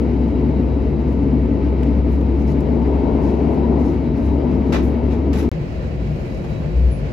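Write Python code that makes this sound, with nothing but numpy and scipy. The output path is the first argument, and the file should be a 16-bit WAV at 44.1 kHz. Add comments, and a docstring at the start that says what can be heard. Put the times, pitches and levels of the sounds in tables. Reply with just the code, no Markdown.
"""Two window seats in a taxiing jet airliner

First comes the seat by the engine, then after a tiny silent gap a quieter seat where the wheels rumble.
The engines' deep hum is made of sine tones; roar, rush, rumble and hissing air are coloured noise.
Fans and equipment whine as wavering sines, and bumps set off low notes that boom and die away.
Clacks, rustles and ticks are short bursts of noise; the trim's one squeak is a tone with a bending pitch."""
import sys
import numpy as np
from scipy import signal
from scipy.fft import rfft, irfft
from scipy.io import wavfile

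SR = 44100
rng = np.random.default_rng(int(sys.argv[2]) if len(sys.argv) > 2 else 0)


def generate_wav(signal):
    """Clip the signal to [-1, 1] and save it as 16-bit WAV at the path in sys.argv[1]."""
    frames = np.transpose(np.atleast_2d(signal))
    scaled = np.clip(frames, -1, 1) * 32767
    pcm = np.round(scaled).astype(np.int16)
    wavfile.write(sys.argv[1], SR, pcm)


N = 313992
T = np.arange(N) / SR  # time in seconds
HZ = np.maximum(np.fft.rfftfreq(N, 1 / SR), 1)  # frequency of each spectrum bin

# how far the sound leans to the left ear at each seat: (pitch_hz, left_minus_right_db)
ENGINE_SEAT_LEAN = [(60, 2.01), (110, 2.98), (200, 4.8), (380, 2.78), (700, 6.97), (1290, 2.67),
                    (2380, 1.27), (4400, 2.9), (8120, 0.5), (15000, 0)]
QUIET_SEAT_LEAN = [(60, 3), (110, 1.5), (200, 2.5), (380, 3), (700, 0.5), (1290, -3), (2380, -2.5),
                   (4400, 0.5), (8120, 0), (15000, -3)]
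# how alike the two ears are, 1 = same, below 0 = opposed: (pitch_hz, likeness)
ENGINE_SEAT_LIKENESS = [(60, 1), (130, 0.77), (290, 1), (640, 0.59), (1410, 0.01), (3100, 0.82),
                        (6820, 0.22), (15000, 0.28)]
QUIET_SEAT_LIKENESS = [(60, 0.94), (130, 1), (290, 0.81), (640, 0.23), (1410, -0.26), (3100, 0.11),
                       (6820, -0.056), (15000, -0.15)]


def undb(db):
    """Turn decibels into gain."""
    return 10 ** (np.asarray(db) / 20)


def unit(pair):
    """Scale a stereo pair so that the average of its two ears has rms 1."""
    return pair / np.std(pair.mean(axis=0))


def curves(rows):
    """Join the points of a time table by straight lines, one curve for each column."""
    seconds, *columns = np.transpose(rows)
    return [np.interp(T, seconds, column) for column in columns]


def across(points):
    """Spread a (pitch_hz, value) table over all frequencies."""
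    hz, value = np.transpose(points)
    return np.interp(np.log(HZ), np.log(hz), value)


def pan(lean_db):
    """Give left and right gains for a level difference between the ears."""
    return undb(np.array([[1], [-1]]) * lean_db / 2)


def steep(edge_hz):
    """Give the gain of a steep low-pass, which is one half at its edge."""
    return 1 / (1 + (HZ / edge_hz) ** 8)


def walk(rate_hz):
    """Wander at random with spread 1, mostly slower than the given rate."""
    spectrum = rfft(rng.standard_normal(N)) / (1 + (HZ / rate_hz) ** 4)
    path = irfft(spectrum, N)
    return (path - path.mean()) / path.std()


def ripple(spacing_hz):
    """Draw a random curve over frequency with spread near 1, as many reflections make."""
    heights = rng.standard_normal(4096)
    return np.interp(HZ, spacing_hz * np.arange(len(heights)), heights)


def resonances(modes):
    """Add up the boost in dB that resonances (pitch_hz, width_hz, boost_db) give each frequency."""
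    return sum(db / (1 + (2 * (HZ - hz) / width) ** 2) for hz, width, db in modes)


def noise(colour_db, likeness, lean_db=0):
    """Make coloured stereo noise; the ears differ by diffuse sound and by echoes of the shared sound."""
    mid, diffuse = rfft(rng.standard_normal((2, N)))
    echo_share = 0.75 * (1 - steep(500))  # the bass has no echoes
    echoes = mid * np.exp(1j * np.pi * ripple(150))
    side = np.sqrt(1 - echo_share) * diffuse + np.sqrt(echo_share) * echoes
    alike = np.clip(likeness, -.9, .997)
    pair = mid * np.sqrt(1 + alike) + np.array([[1], [-1]]) * side * np.sqrt(1 - alike)
    return unit(irfft(pair * undb(colour_db) * pan(lean_db), N))


def swell(start_s, rise_s, hold_s, t60_s):
    """Rise, hold, then die away by 60 dB in t60_s."""
    age = T - start_s
    fade_age = np.maximum(age - rise_s - hold_s, 0)
    return np.clip(age / rise_s, 0, 1) * np.exp(-np.log(1000) * fade_age / t60_s)


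def tone(hz, level_db):
    """Make a sine that follows a pitch curve, at an rms level."""
    return np.sqrt(2) * np.sin(2 * np.pi * np.cumsum(hz) / SR) * undb(level_db)


def bursts(rows, colour_db, likeness, grain_db, ring_db, lean_db):
    """Dense tiny contacts merge into short uneven bursts that ring in many weak resonances."""
    body = colour_db + ring_db * ripple(110) + 20 * np.log10(1.001 - steep(300))
    out = 0
    for start_s, rise_s, hold_s, t60_s, level_db, tilt_db in rows:
        tilted = body + tilt_db * np.log2(HZ / 1000)  # dB per octave
        burst = noise(tilted, likeness, lean_db) * undb(level_db)
        out = out + burst * swell(start_s, rise_s, hold_s, t60_s)
    return out * undb(grain_db * walk(300))


def vents(colour_db, likeness, lean, flutter_db=0.68):
    """Air hisses from the overhead vents, combed by the walls and fluttering slightly."""
    # resonances of the air ducts: (pitch_hz, width_hz, boost_db)
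    duct_modes = [(1650, 32, -6), (2150, 100, 1), (2770, 50, 2.5), (3570, 250, -3.5)]
    comb = .8 * ripple(22)
    no_bass = 20 * np.log10(1.001 - steep(460))
    shape = colour_db + resonances(duct_modes) + comb + no_bass
    return noise(shape, across(likeness), across(lean)) * undb(flutter_db * walk(13.0))


def engine_seat_air(surge_db, level_db=-47.5, follow=0.12):
    """By the engine the vents' hiss carries the compressor's breathy whistles and grows with the surge."""
    # colour of the hiss, before the whistles: (pitch_hz, relative_db_per_hz)
    hiss_colour = [(700, -15.5), (1300, 4.5), (1700, 2), (2150, 3.5), (2750, -2.5), (3400, -8.5),
                   (4200, -10), (5200, -13.5), (6700, -23), (8200, -25.5), (11500, -27.5), (16000, -39)]
    # whistles of the near engine's compressor: (pitch_hz, width_hz, boost_db)
    compressor_modes = [(3580, 30, 6.5), (3630, 28, 3), (6029, 40, 2.5), (6280, 49, 5), (6680, 60, 5.5)]
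    colour = across(hiss_colour) + resonances(compressor_modes)
    air_db = level_db + follow * (surge_db - surge_db.mean())  # follow: dB of hiss per dB of surge
    return undb(air_db) * vents(colour, ENGINE_SEAT_LIKENESS, ENGINE_SEAT_LEAN)


def quiet_seat_air(level_db=-45):
    """At the quieter seat the vents hiss at a steady level apart from their flutter."""
    # colour of the hiss: (pitch_hz, relative_db_per_hz)
    hiss_colour = [(600, 7), (1300, 0), (1900, -1), (2400, 0), (3400, -8.5), (4400, -10.5), (5600, -15.5),
                   (7200, -20), (8500, -21), (11500, -27.5), (16000, -32)]
    return undb(level_db) * vents(across(hiss_colour), QUIET_SEAT_LIKENESS, QUIET_SEAT_LEAN)


def whine(tones, lift_db=0, waver_db=-1.0, drift=.0006):
    """Fans and pumps hold steady tones; each fades in and out on its own at each ear."""
    out = 0
    speed = 1 + drift * walk(6)  # all tones drift together
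    for hz, level_db in tones:
        phase = 2 * np.pi * np.cumsum(hz * speed) / SR + rng.uniform(-1.2, 1, (2, 1))
        fading = waver_db * np.array([walk(3.6), walk(2.7)])
        out = out + np.sqrt(2) * np.sin(phase) * undb(level_db + lift_db + fading)
    return out


def engine_seat_whine():
    """Four thin tones waver strongly at the seat by the engine."""
    # (pitch_hz, level_db)
    whine_tones = [(2254, -63.5), (4902, -82.5), (5846, -82.5), (6640, -81.5)]
    return whine(whine_tones, waver_db=5)


def quiet_seat_whine():
    """Low and high tones waver gently at the quieter seat."""
    # (pitch_hz, level_db before a shared lift)
    whine_tones = [(150.7, -37), (359.5, -42), (1428, -70), (1809, -69), (2476, -63.5), (4624, -74),
                   (5835, -80.5), (6638, -78)]
    return whine(whine_tones, lift_db=2.0)


def fan(second_db=-7, lean_db=5, flutter_db=2.5, waver_hz=8):
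    """Two cabin fans sing almost the same thin note, so it shimmers at both seats."""
    # level of the stronger fan, before its flutter: (time_s, level_db)
    fan_level = [(0, -67), (2.2, -68.5), (3.7, -67.5), (4.15, -66), (5.4, -68.5), (5.75, -74), (5.85, -61),
                 (6.17, -76), (6.35, -65), (6.53, -61), (6.7, -65), (7.1, -77)]
    pitch_hz, beat_hz = 3895, 4.2
    level_db, = curves(fan_level)
    hz = pitch_hz + waver_hz * walk(20)
    second_hz = hz + beat_hz + walk(1.3)
    both = tone(hz, level_db) + tone(second_hz, level_db + second_db)
    return both * undb(flutter_db * walk(16)) * pan(lean_db)


def rustles(catch_db=1.5, rise_share=0.27, tail_ratio=3.7):
    """Cloth shifts, catching and slipping; longer movements start and settle more slowly."""
    # movements of the cloth: (start_s, length_s, level_db, tilt_db_per_octave)
    movements = [(0.102, .22, -70.5, -3), (1.06, 0.074, -66, 1), (1.84, 0.038, -64, -4),
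                 (2.089, 0.061, -60, 5), (2.38, .045, -59.5, -3), (2.465, 0.045, -53.5, -3),
                 (2.603, .02, -62, 1), (3.197, 0.11, -59.5, -2), (3.49, .06, -64, 2), (3.78, 0.13, -59, -1),
                 (4.136, .15, -63, -1), (4.499, 0.064, -63, -6), (4.642, 0.065, -62.5, -2),
                 (4.812, 0.064, -57, 8), (5.362, .05, -50, 10), (6.002, 0.48, -64.5, -0.5)]
    # colour before the tilt: (pitch_hz, relative_db_per_hz)
    cloth_colour = [(1500, -22.5), (3000, 3), (6400, 8), (8500, 1), (11300, 7), (13000, -1), (16000, -9.5)]
    rows = []
    for start_s, length_s, level_db, tilt_db in movements:
        rise_s, hold_s = rise_share * length_s, (1 - rise_share) * length_s
        rows.append((start_s, rise_s, hold_s, tail_ratio * length_s, level_db, tilt_db))
    cloth = bursts(rows, across(cloth_colour), likeness=.3, grain_db=2.0, ring_db=4.5, lean_db=0.0)
    return cloth * undb(catch_db * walk(45))


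def ticks(t60_s=0.014):
    """Plastic panels shift with tiny dry cracks."""
    # (start_s, level_db)
    crack_times = [(.285, -52), (1.13, -48.5), (1.832, -39), (2.212, -47), (2.606, -42.5), (2.668, -58),
                   (3.545, -50), (6.504, -47)]
    # (pitch_hz, relative_db_per_hz)
    crack_colour = [(800, -9), (2000, 5), (6000, -4.5), (9000, -4), (16000, -9.5)]
    cracks = sum(undb(level_db) * swell(start_s, 0.00034, .0005, t60_s)
                 for start_s, level_db in crack_times)
    return cracks * noise(across(crack_colour), .3)


def squeak(rise_s=0.013, t60_s=.3, jitter_hz=90):
    """Trim rubs briefly with a thin, unsteady note that sags, then climbs as it fades."""
    start_s, length_s, level_db = 6.905, 0.11, -51
    low_hz, low_after_s, bend_hz_per_s2 = 10430, .04, 210000
    age = np.clip(T - start_s, 0, length_s)
    hz = low_hz + bend_hz_per_s2 * (age - low_after_s) ** 2 + jitter_hz * walk(300)
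    release = np.clip((length_s - age) / rise_s, 0, 1)
    return tone(hz, level_db) * swell(start_s, rise_s, rise_s, t60_s) * release


def clacks():
    """Loose fittings knock together and ring in their own resonances; the soft, dull bursts at 6.44, 6.6 and
    7.03 s are cloth rustling."""
    # (start_s, rise_s, hold_s, t60_s, level_db, tilt_db_per_octave)
    knocks = [(1.831, .002, 0.0038, 0.086, -37, -4), (4.721, 0.0046, 0.003, 0.2, -26, 0.5),
              (4.733, 0.0047, 0.012, 0.091, -25.5, -1.5), (4.75, 0.0035, .007, 0.16, -28.5, -0.5),
              (4.774, .003, 0.015, 0.36, -35, -1.5), (4.792, .002, .005, .06, -40, -3),
              (5.1, .014, 0.023, 0.25, -42.5, 0.5), (5.329, 0.0026, 0.0059, 0.48, -37, 2.5),
              (5.372, 0.011, .02, 0.19, -39.5, 2.5), (5.399, 0.0017, 0.0016, 0.041, -35, 0),
              (5.434, 0.0018, .003, .08, -39, -1), (6.438, 0.0033, .012, .08, -37, -3.5),
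              (6.6, 0.011, 0.043, 0.15, -41, -4.5), (7.03, 0.0081, 0.041, .2, -52, 0)]
    # colour before the ringing and the tilt: (pitch_hz, relative_db_per_hz)
    knock_colour = [(300, -3), (550, 5.5), (900, -3), (1250, 0.5), (2100, -4), (3000, -7), (3700, -8.5),
                    (4600, -12.5), (6600, -18.5), (8500, -23), (11500, -24), (16000, -39)]
    # what the fittings ring with: (pitch_hz, width_hz, boost_db)
    fitting_modes = [(567, 60, 8), (870, 160, 8.5), (1940, 200, 2), (2650, 200, 3.5), (3680, 250, 0),
                     (5250, 250, 3.5), (6330, 560, 2)]
    colour = across(knock_colour) + resonances(fitting_modes)
    return bursts(knocks, colour, likeness=.2, grain_db=1.5, ring_db=2.0, lean_db=0.5)


def bumps(lean_db=3.0, rise_s=0.035, t60_s=0.27):
    """Each joint in the taxiway sets one of the hull's low modes swinging."""
    # (start_s, hold_s, pitch_hz, level_db)
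    jolts = [(3.059, 0.026, 48, -24.5), (5.525, 0.014, 164, -26.5), (5.73, 0.009, 148.8, -27),
             (5.957, 0.068, 57, -28), (6.06, 0.039, 150.5, -24), (6.46, 0.014, 153.7, -24.5),
             (6.602, 0.033, 65.5, -25), (6.63, 0.039, 148.1, -25), (6.732, 0.042, 61.2, -14),
             (6.811, .035, 60.2, -14.3), (6.949, .06, 56.8, -21.5), (7.005, .012, 139.6, -26)]
    booms = 0
    for start_s, hold_s, hz, level_db in jolts:
        swing = np.sin(2 * np.pi * hz * (T - start_s))
        booms = booms + undb(level_db) * swell(start_s, rise_s, hold_s, t60_s) * swing
    return np.sqrt(2) * booms * pan(lean_db)


def wheels(level_db=-23, bass_waver_db=-0.14):
    """Tyres on concrete rumble evenly up through the landing gear."""
    # rumble before the resonances: (pitch_hz, relative_db_per_hz)
    roll_colour = [(22, -33), (40, -4), (60, 4.5), (80, -4), (105, -4), (150, -5), (180, -7), (250, -11),
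                   (330, -13), (420, -17), (530, -15.5), (750, -26), (1000, -31), (1400, -51)]
    # cabin resonances at the quieter seat: (pitch_hz, width_hz, boost_db)
    quiet_cabin_modes = [(142, 14, 5.5), (203, 28, 2.5), (430, 27, 3.5), (469, 30, 3.5), (520, 22, 2),
                         (635, 25, 6.5)]
    colour = across(roll_colour) + resonances(quiet_cabin_modes) + 20 * np.log10(steep(1700))
    roll = noise(colour, across(QUIET_SEAT_LIKENESS), across(QUIET_SEAT_LEAN)) * undb(level_db)
    bass = irfft(rfft(roll) * steep(220), N)
    return roll + bass * (undb(bass_waver_db * walk(4.8)) - 1)  # the bass wavers very slightly


def surge(level_db, rough_db=0.95, extra_lean_db=3.0):
    """A broader, rougher rush comes and goes, filling in between the cabin's resonances."""
    # (pitch_hz, relative_db_per_hz)
    rush_colour = [(60, -27), (110, -12), (185, -3), (250, -9.5), (340, 0.5), (425, 0.5), (485, -10.5),
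                   (720, -11), (790, -15.5), (980, -13.5), (1100, -27.5), (1700, -36.5)]
    colour = across(rush_colour) + 20 * np.log10(steep(1700))
    lean_db = across(ENGINE_SEAT_LEAN) + extra_lean_db
    rush = noise(colour, across(ENGINE_SEAT_LIKENESS), lean_db)
    return rush * undb(level_db + rough_db * walk(27))


def roar(deep_db=-24.5, body_db=-22.5, upper_db=-29, waver_db=0.3):
    """Exhaust turbulence rings the cabin; its bass, body and upper part each waver on their own."""
    # roar before the resonances: (pitch_hz, relative_db_per_hz)
    roar_colour = [(25, -24), (38, -18), (50, -0.5), (75, -1.5), (100, 0), (120, -6.5), (170, -2.5),
                   (250, -1.5), (340, -3.5), (430, -5.5), (520, -16.5), (780, -20.5), (1100, -28),
                   (1500, -39)]
    # cabin resonances that the roar excites: (pitch_hz, width_hz, boost_db)
    cabin_modes = [(50.7, 4.3, 5.5), (96.5, 5.2, 2), (142.3, 10, 12), (195.5, 11, 3), (231, 15, 4),
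                   (248.1, 49, 7.5), (287.2, 19.5, 10), (308.3, 15, -12), (332.4, 15, 6), (362, 15, 4),
                   (386.4, 13, -5), (403.3, 4.8, 4.5), (424.5, 18, 2.5), (475.6, 36, 5.5), (532.4, 28, 8.5),
                   (643, 36, 7), (780, 16, -4), (873, 57, 8.5), (986, 35, 6.5), (1146, 31, 4.5),
                   (1272, 63, 9)]
    colour = across(roar_colour) + resonances(cabin_modes) + 20 * np.log10(steep(1500))
    air = rfft(noise(colour, across(ENGINE_SEAT_LIKENESS), across(ENGINE_SEAT_LEAN)))
    below_body, below_upper = steep(178.5), steep(341.3)
    parts = [(below_body, deep_db), (below_upper - below_body, body_db), (1 - below_upper, upper_db)]
    out = 0
    for share, level_db in parts:
        out = out + unit(irfft(air * share, N)) * undb(level_db + waver_db * walk(2.2))
    return out


def hum(lean_db=2.5, waver_hz=0.44):
    """Both engines shake the hull with a deep tone; their speeds differ a little, so the hum throbs."""
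    # the near engine creeps up in speed, and its hum dips briefly: (time_s, pitch_hz, level_db)
    near_engine = [(0, 65, -21.5), (1.6, 65.5, -20.5), (2.25, 65.8, -17.5), (2.5, 66.66, -18.5),
                   (3.2, 67.6, -21), (4.0, 68.16, -21.5), (4.12, 68.8, -30), (4.28, 69.16, -18.5),
                   (4.68, 69.6, -23), (4.85, 69, -20), (5.5, 71, -21.5)]
    far_hz, far_db = 65.3, -36  # the far engine stays near this speed
    near_hz, near_db = curves(near_engine)
    drift_hz = waver_hz * walk(3.6)  # shared by both
    both = tone(near_hz + drift_hz, near_db) + tone(far_hz + drift_hz, far_db)
    return both * pan(lean_db)


def scene():
    """Play the seat by the engine, a moment of silence, then the quieter seat."""
    # level of the surging rush, before its roughness: (time_s, level_db)
    surge_level = [(0, -32), (1.4, -37), (1.85, -32.5), (2.45, -34), (2.75, -25.5), (3.15, -22),
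                   (3.45, -23), (3.8, -22), (4.1, -36), (4.4, -26), (4.75, -29), (5.25, -32), (5.49, -32)]
    leave_s, arrive_s = 5.4909, 5.5158
    surge_db, = curves(surge_level)
    engine_seat = engine_seat_air(surge_db) + engine_seat_whine() + surge(surge_db) + roar() + hum()
    quiet_seat = quiet_seat_air() + quiet_seat_whine() + wheels()
    both_seats = fan() + rustles() + ticks() + squeak() + clacks() + bumps()
    before_gap = (engine_seat + both_seats) * (T < leave_s)
    after_gap = (quiet_seat + both_seats) * (T > arrive_s)
    return before_gap + after_gap


def record(dry):
    """The treble is hollow in two places and ends near 16 kHz."""
    # dips in the treble, each applied twice: (pitch_hz, width_hz of one pass)
    treble_dips = [(9050, 1500), (13200, 1000)]
    top_hz = 15900
    heard = dry
    for hz, width in treble_dips:
        notch = signal.iirnotch(hz, hz / width, fs=SR)
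        heard = signal.lfilter(*notch, heard)
        heard = signal.lfilter(*notch, heard)
    low_pass = signal.ellip(8, .2, 80, top_hz, fs=SR, output="sos")
    return signal.sosfilt(low_pass, heard)


dry = scene()
out = record(dry)
generate_wav(out)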